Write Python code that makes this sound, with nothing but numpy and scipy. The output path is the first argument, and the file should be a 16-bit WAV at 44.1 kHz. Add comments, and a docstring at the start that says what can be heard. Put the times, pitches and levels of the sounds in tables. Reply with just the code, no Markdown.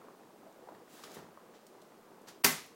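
"""A loose laptop lid clacks shut on its base in a small quiet room: noise cracks at each contact, ringing modes
of case and desk, and the room's decaying answer; just before it a short hiss swells and the level dips. Before
it a hand brushes the plastic (two-band hiss) and the case ticks (noise bursts), bumps (damped tones) and thuds
(low noise). Dull grains make a low patter, under microphone hiss."""
import sys
import numpy as np
from scipy import signal
from scipy.fft import rfft, irfft, next_fast_len
from scipy.io import wavfile
from scipy.ndimage import map_coordinates

SR = 44100
rng = np.random.default_rng(int(sys.argv[2]) if len(sys.argv) > 2 else 0)


def attenuation_scalar(level_db):
    """Turn a level in dB into a linear amplitude multiplier (20 dB per decade)."""
    decades = np.asarray(level_db, float) / 20
    return 10 ** decades


def generate_wav(signal):
    """Clip the signal to [-1, 1] and save it as 16-bit WAV at the path in sys.argv[1]."""
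    frames = np.transpose(np.atleast_2d(signal))
    scaled = np.clip(frames, -1, 1) * 32767
    pcm = np.round(scaled).astype(np.int16)
    wavfile.write(sys.argv[1], SR, pcm)


N = 121275


def unit(x):
    """Scaled to rms 1."""
    return x / np.sqrt(np.mean(x ** 2) + 1e-20)


def along(points, hz):
    """(frequency [Hz], value) points read on a log frequency axis."""
    f, v = np.transpose(points)
    return np.interp(np.log(hz + 1), np.log(f + 1), v)


def level(rows):
    """Gain per sample from (time [s], level [dB]) rows."""
    s, db = np.transpose(rows)
    return attenuation_scalar(np.interp(np.arange(N) / SR, s, db))


def wobble(knots_per_s):
    """A smooth random curve, at most 100 knots a second."""
    knots = rng.standard_normal(400)
    return map_coordinates(knots, [np.arange(N) * min(knots_per_s, 100) / SR])


def filtered(x, response):
    """x shaped by a response of frequency in Hz."""
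    m = next_fast_len(len(x) + SR // 2)
    spectrum = rfft(x, m) * response(np.fft.rfftfreq(m, 1 / SR))
    return irfft(spectrum, m)[:len(x)]


def noise(colour, count=N):
    """Coloured noise of rms 1."""
    return unit(filtered(rng.standard_normal(count), lambda hz: attenuation_scalar(along(colour, hz))))


def add(track, s, sound):
    """Adds a sound at s seconds, in place."""
    part = track[round(s * SR):][:len(sound)]
    part += sound[:len(part)]


def damped(hz, cycles, t):
    """A soft-starting sine that loses 20 dB every `cycles` cycles."""
    decay = attenuation_scalar(-20 * t * hz / cycles)
    attack = 1 - np.exp(-t * hz * 4)
    return np.sin(2 * np.pi * hz * t) * decay * attack


def room(x, colour):
    """The room's answer: a noise tail in which each frequency dies at its own speed."""
    # decay of the room: (frequency [Hz], t60 [s])
    room_t60 = [(100, 0.58), (400, 0.33), (2000, .43), (6000, 0.4), (11000, 0.32), (15000, 0.27)]
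    delay_s = 0.003
    hz, t, z = signal.stft(rng.standard_normal(SR // 2), SR, nperseg=512)
    tail_db = along(colour, hz)[:, None] - 60 * t / along(room_t60, hz)[:, None]
    tail = signal.istft(z * attenuation_scalar(tail_db), SR, nperseg=512)[1]
    tail = np.pad(tail / np.linalg.norm(tail), (round(delay_s * SR), 0))
    return signal.fftconvolve(x, tail)[:N]


def mic_hiss():
    """Steady coloured noise of the microphone."""
    # spectrum of the hiss: (frequency [Hz], level [dB])
    hiss_colour = [(900, -35), (1500, -5.5), (2000, -6), (4000, -9), (8000, -12), (13000, -14.5),
                   (16000, -11.5)]
    return attenuation_scalar(-68.5) * noise(hiss_colour)


def patter():
    """Many small dull damped grains over a low coloured rumble, wavering in level."""
    # level of the patter: (time [s], level [dB])
    patter_level = [(0, -55.5), (.15, -59.5), (.3, -60), (.45, -56), (.52, -60.5), (.62, -55.5),
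                    (.75, -57.5), (.85, -59), (.95, -57), (1.1, -55.5), (1.25, -56.5), (1.4, -58),
                    (1.55, -58), (1.62, -61), (1.78, -56.5), (1.87, -58.5), (1.92, -59), (2.1, -58.5),
                    (2.4, -59.5), (2.75, -59.5)]
    # spectrum of the rumble: (frequency [Hz], level [dB])
    rumble_colour = [(40, -63), (80, -23), (130, -16.5), (200, -7.5), (280, -10), (390, -6.5), (600, -12),
                     (900, -13.5), (1200, -15.5), (2000, -27.5), (3500, -43.5), (5000, -70)]
    grains_per_s, grain_share = 250, 0.33  # share of the power
    centre_hz, low_hz, high_hz, spread_octaves = 519.6, 200, 3000, 0.61
    grain_cycles, spread_db = 3.76, 2.5

    count = int(grains_per_s * N / SR)
    start = (rng.random(count) * N).astype(int)
    hz = centre_hz * 2 ** (spread_octaves * rng.standard_normal((count, 1)))
    hz = np.clip(hz, low_hz, high_hz)
    gain = attenuation_scalar(spread_db * rng.standard_normal((count, 1))) * np.sqrt(hz / centre_hz)
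    k = np.arange(2048)
    grains = gain * damped(hz, grain_cycles, k / SR)
    grains = np.bincount((start[:, None] + k).ravel(), grains.ravel(), N + 2048)[:N]
    mix = np.sqrt(grain_share) * unit(grains) + np.sqrt(1 - grain_share) * noise(rumble_colour)
    return level(patter_level) * attenuation_scalar(0.92 * wobble(11.93)) * mix


def brush():
    """Skin on plastic: a slightly gritty hiss, duller where its treble share falls."""
    # hand on the plastic: (time [s], level [dB], treble share [0-1])
    strokes = [(.85, -88, 0.9), (.9, -67.5, .9), (.95, -61.5, 0.93), (1.02, -61.5, 0.8), (1.05, -58, 0.74),
               (1.1, -60.5, 0.54), (1.16, -58, 0.7), (1.21, -64.5, 0.5), (1.28, -73.5, .05),
               (1.36, -93, .05), (1.525, -85, .05), (1.545, -66, .05), (1.59, -71.5, .05), (1.64, -79, .05),
               (2.26, -90, .4), (2.272, -62, 0.4), (2.287, -52.5, 0.45), (2.31, -61, 0.5), (2.35, -67, 0.2),
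               (2.42, -82, .1)]
    # spectrum of the body of the hiss: (frequency [Hz], level [dB])
    body_colour = [(700, -38), (1200, 0), (2200, -3), (3700, -3), (6500, -5.5), (8000, -10), (11000, -46)]
    # spectrum of its treble: (frequency [Hz], level [dB])
    treble_colour = [(4000, -30), (7000, -1), (9000, 0), (13000, -2), (16000, -1.5)]
    grit_db = 0.7
    s, db, treble = np.transpose(strokes)
    share = np.interp(np.arange(N) / SR, s, treble)
    hiss = noise(body_colour) + share * noise(treble_colour)
    return level(np.c_[s, db]) * attenuation_scalar(grit_db * wobble(80)) * hiss


def thuds():
    """The hand on the case: low noise that starts fast and dies away."""
    # soft broad thuds: (time [s], level [dB], t60 [s])
    thud_rows = [(0.747, -49, 0.059), (1.04, -54.5, 0.11), (1.166, -44, 0.091), (1.181, -47.5, 0.084),
                 (1.225, -54, 0.12), (2.275, -52, 0.16)]
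    # spectrum of a thud: (frequency [Hz], level [dB])
    thud_colour = [(40, -30), (90, -2), (150, 4), (450, -2), (1300, -5.5), (2000, -10), (3000, -29),
                   (5000, -80)]
    attack_s = 0.0024
    out, t = np.zeros(N), np.arange(8192) / SR
    for s, db, t60 in thud_rows:
        shape = attenuation_scalar(db - 60 * t / t60) * (1 - np.exp(-t / attack_s))
        add(out, s, shape * noise(thud_colour, count=8192))
    return out


def bumps():
    """Dull bumps of the case, each two damped tones."""
    # bumps: (time [s], level [dB], pitch [Hz], decay [cycles per 20 dB])
    bump_rows = [(.085, -43.5, 1070, 7.9), (0.34, -50, 392, 5.4), (.466, -43, 637, 8),
                 (.625, -45.5, 473, 6.8), (.687, -39, 940, 5.4), (.689, -39.5, 600, 4.3),
                 (.722, -38.5, 746, 4), (.815, -46, 454, 5.5), (1.037, -36, 1200, 3.4),
                 (1.055, -44.5, 397, 5.6), (1.168, -45.5, 444, 9.3), (1.374, -40.5, 1100, 5.9),
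                 (1.763, -49, 340, 4.1), (2.1, -54, 396.6, 24), (2.165, -55, 600, 4.1),
                 (2.211, -50.5, 716, 3.4), (2.359, -48, 388, 4.3)]
    out, t = np.zeros(N), np.arange(4096) / SR
    for s, db, hz, cycles in bump_rows:
        tones = damped(hz, cycles, t) + 0.25 * damped(1.44 * hz, cycles, t)
        add(out, s, attenuation_scalar(db) * tones)
    return out


def ticks():
    """Bright ticks of the plastic: short noise bursts around a centre frequency."""
    # ticks: (time [s], level [dB], centre [Hz], t60 [s])
    tick_rows = [(.525, -62, 5200, .02), (.688, -61, 2040, 0.025), (.748, -60, 3000, 0.039),
                 (1.0372, -43.5, 3530, 0.037), (1.116, -48.5, 6000, .02), (1.145, -47.5, 10000, 0.028),
                 (1.666, -50.5, 5730, 0.024), (1.817, -52.5, 4430, 0.022), (2.217, -58, 6500, .015),
                 (2.2838, -46.5, 4970, 0.031), (2.66, -54, 11000, .04)]
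    width_octaves, attack_s = 0.99, 0.001
    out, t = np.zeros(N), np.arange(2048) / SR
    for s, db, centre_hz, t60 in tick_rows:
        def band(hz):
            return np.exp(-0.5 * (np.log2((hz + 1) / centre_hz) / width_octaves) ** 2)
        shape = attenuation_scalar(db - 60 * t / t60) * (1 - np.exp(-t / attack_s))
        add(out, s, shape * unit(filtered(rng.standard_normal(2048), band)))
    return out


def clack():
    """The lid shuts: a crack at each contact, the ringing case and the room's answer. Separately, a faint hiss
    swells just before the blow."""
    # lid edge meeting the base at several points: (time [s], level [dB])
    contacts = [(2.4450, -15.5), (2.4460, -17), (2.4474, -14), (2.4486, -17.5), (2.4499, -17.5),
                (2.4510, -24), (2.4527, -19.5), (2.4540, -25), (2.4650, -22.5)]
    # broad spectrum of cracks and swell: (frequency [Hz], level [dB])
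    crack_colour = [(35, -28), (60, -21), (160, -7), (400, -3), (600, -10), (1000, 1), (1500, -5),
                    (2200, -1.5), (4300, -5.5), (8000, -10), (12500, -7.5), (14600, -2.5), (16000, -32)]
    # modes of case and desk: (frequency [Hz], level [dB], t60 [s])
    case_modes = [(158.7, -32.5, 0.27), (252, -29, 0.19), (364, -41.5, 0.2), (401, -28.5, 0.23),
                  (759, -37.5, 0.23), (1100, -32, 0.23), (1346, -39.5, 0.26), (1554, -37, 0.27),
                  (1830, -34, 0.25), (2030, -32.5, 0.28), (2310, -44, .15), (4715, -32, 0.11),
                  (12600, -30, 0.14)]
    # spectrum of the room's answer: (frequency [Hz], level [dB])
    answer_colour = [(35, -40), (70, -16), (200, -6.5), (500, -9), (800, -6.5), (1400, -8.5), (2000, -7.5),
                     (3000, -10.5), (6400, -9.5), (9000, -12), (12000, -9.5), (16000, -14.5)]
    blow_s, crack_t60_s, answer_db = 2.4455, 0.013, 6.5
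    ring_attack_s, ring_waver_db = 0.0037, 3.5
    swell_s, swell_fade_s, swell_end_db, swell_db_per_s = 0.0095, 0.0023, -25, 1850

    out, t = np.zeros(N), np.arange(SR // 2) / SR
    for s, db in contacts:
        crack = attenuation_scalar(db - 60 * t[:1024] / crack_t60_s) * noise(crack_colour, count=1024)
        add(out, s, crack)

    ring = np.zeros(len(t))
    for hz, db, t60 in case_modes:
        waver_db = ring_waver_db * wobble(45)[:len(t)]  # each mode swells and dips as it dies
        tone = np.sin(2 * np.pi * (hz * t + rng.random()))
        ring += attenuation_scalar(db - 60 * t / t60 + waver_db) * tone
    add(out, blow_s, ring * (1 - np.exp(-t / ring_attack_s)))

    before = t[:round(swell_s * SR)]
    rise = attenuation_scalar(swell_end_db - swell_db_per_s * before[::-1])
    swell = rise * np.clip(before / swell_fade_s, 0, 1) ** 2
    add(out, blow_s - swell_s, swell * noise(crack_colour, count=1024)[:len(before)])

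    push = np.zeros(N)
    push[round(blow_s * SR)] = attenuation_scalar(answer_db)
    return out + room(push, answer_colour)


def scene():
    """The lid and the hand in the room, over patter and hiss."""
    small = thuds() + bumps() + ticks()
    small_in_room = small + attenuation_scalar(-6) * room(small, [(100, 0)])
    return (mic_hiss() + patter() + brush() + small_in_room + clack())[None]


def low_pass(x):
    """Removes everything above the highest recorded frequency."""
    return signal.sosfilt(signal.butter(12, 16780, fs=SR, output="sos"), x)


def record(dry):
    """A small microphone without deep bass or top treble. Separately, the level dips to nothing for a moment
    just before the blow."""
    low_cut_hz, top_hz, rumble_db = 113, 15950, -90
    gap_s, gap_length_s, gap_fade_s = 2.428, 0.0082, 0.0037
    b, a = signal.butter(2, low_cut_hz / (SR / 2), "high")
    rumble = attenuation_scalar(rumble_db) * noise([(28, 9), (40, -9), (80, -43)])
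    x = signal.lfilter(b, a, dry[0]) + rumble
    t = np.arange(N) / SR
    outside_gap_s = np.maximum(gap_s - t, t - gap_s - gap_length_s)
    x = x * np.clip(outside_gap_s / gap_fade_s, 0, 1)
    mix = filtered(x, lambda hz: hz < top_hz)[None]
    return low_pass(mix)


dry = scene()
out = record(dry)
generate_wav(out)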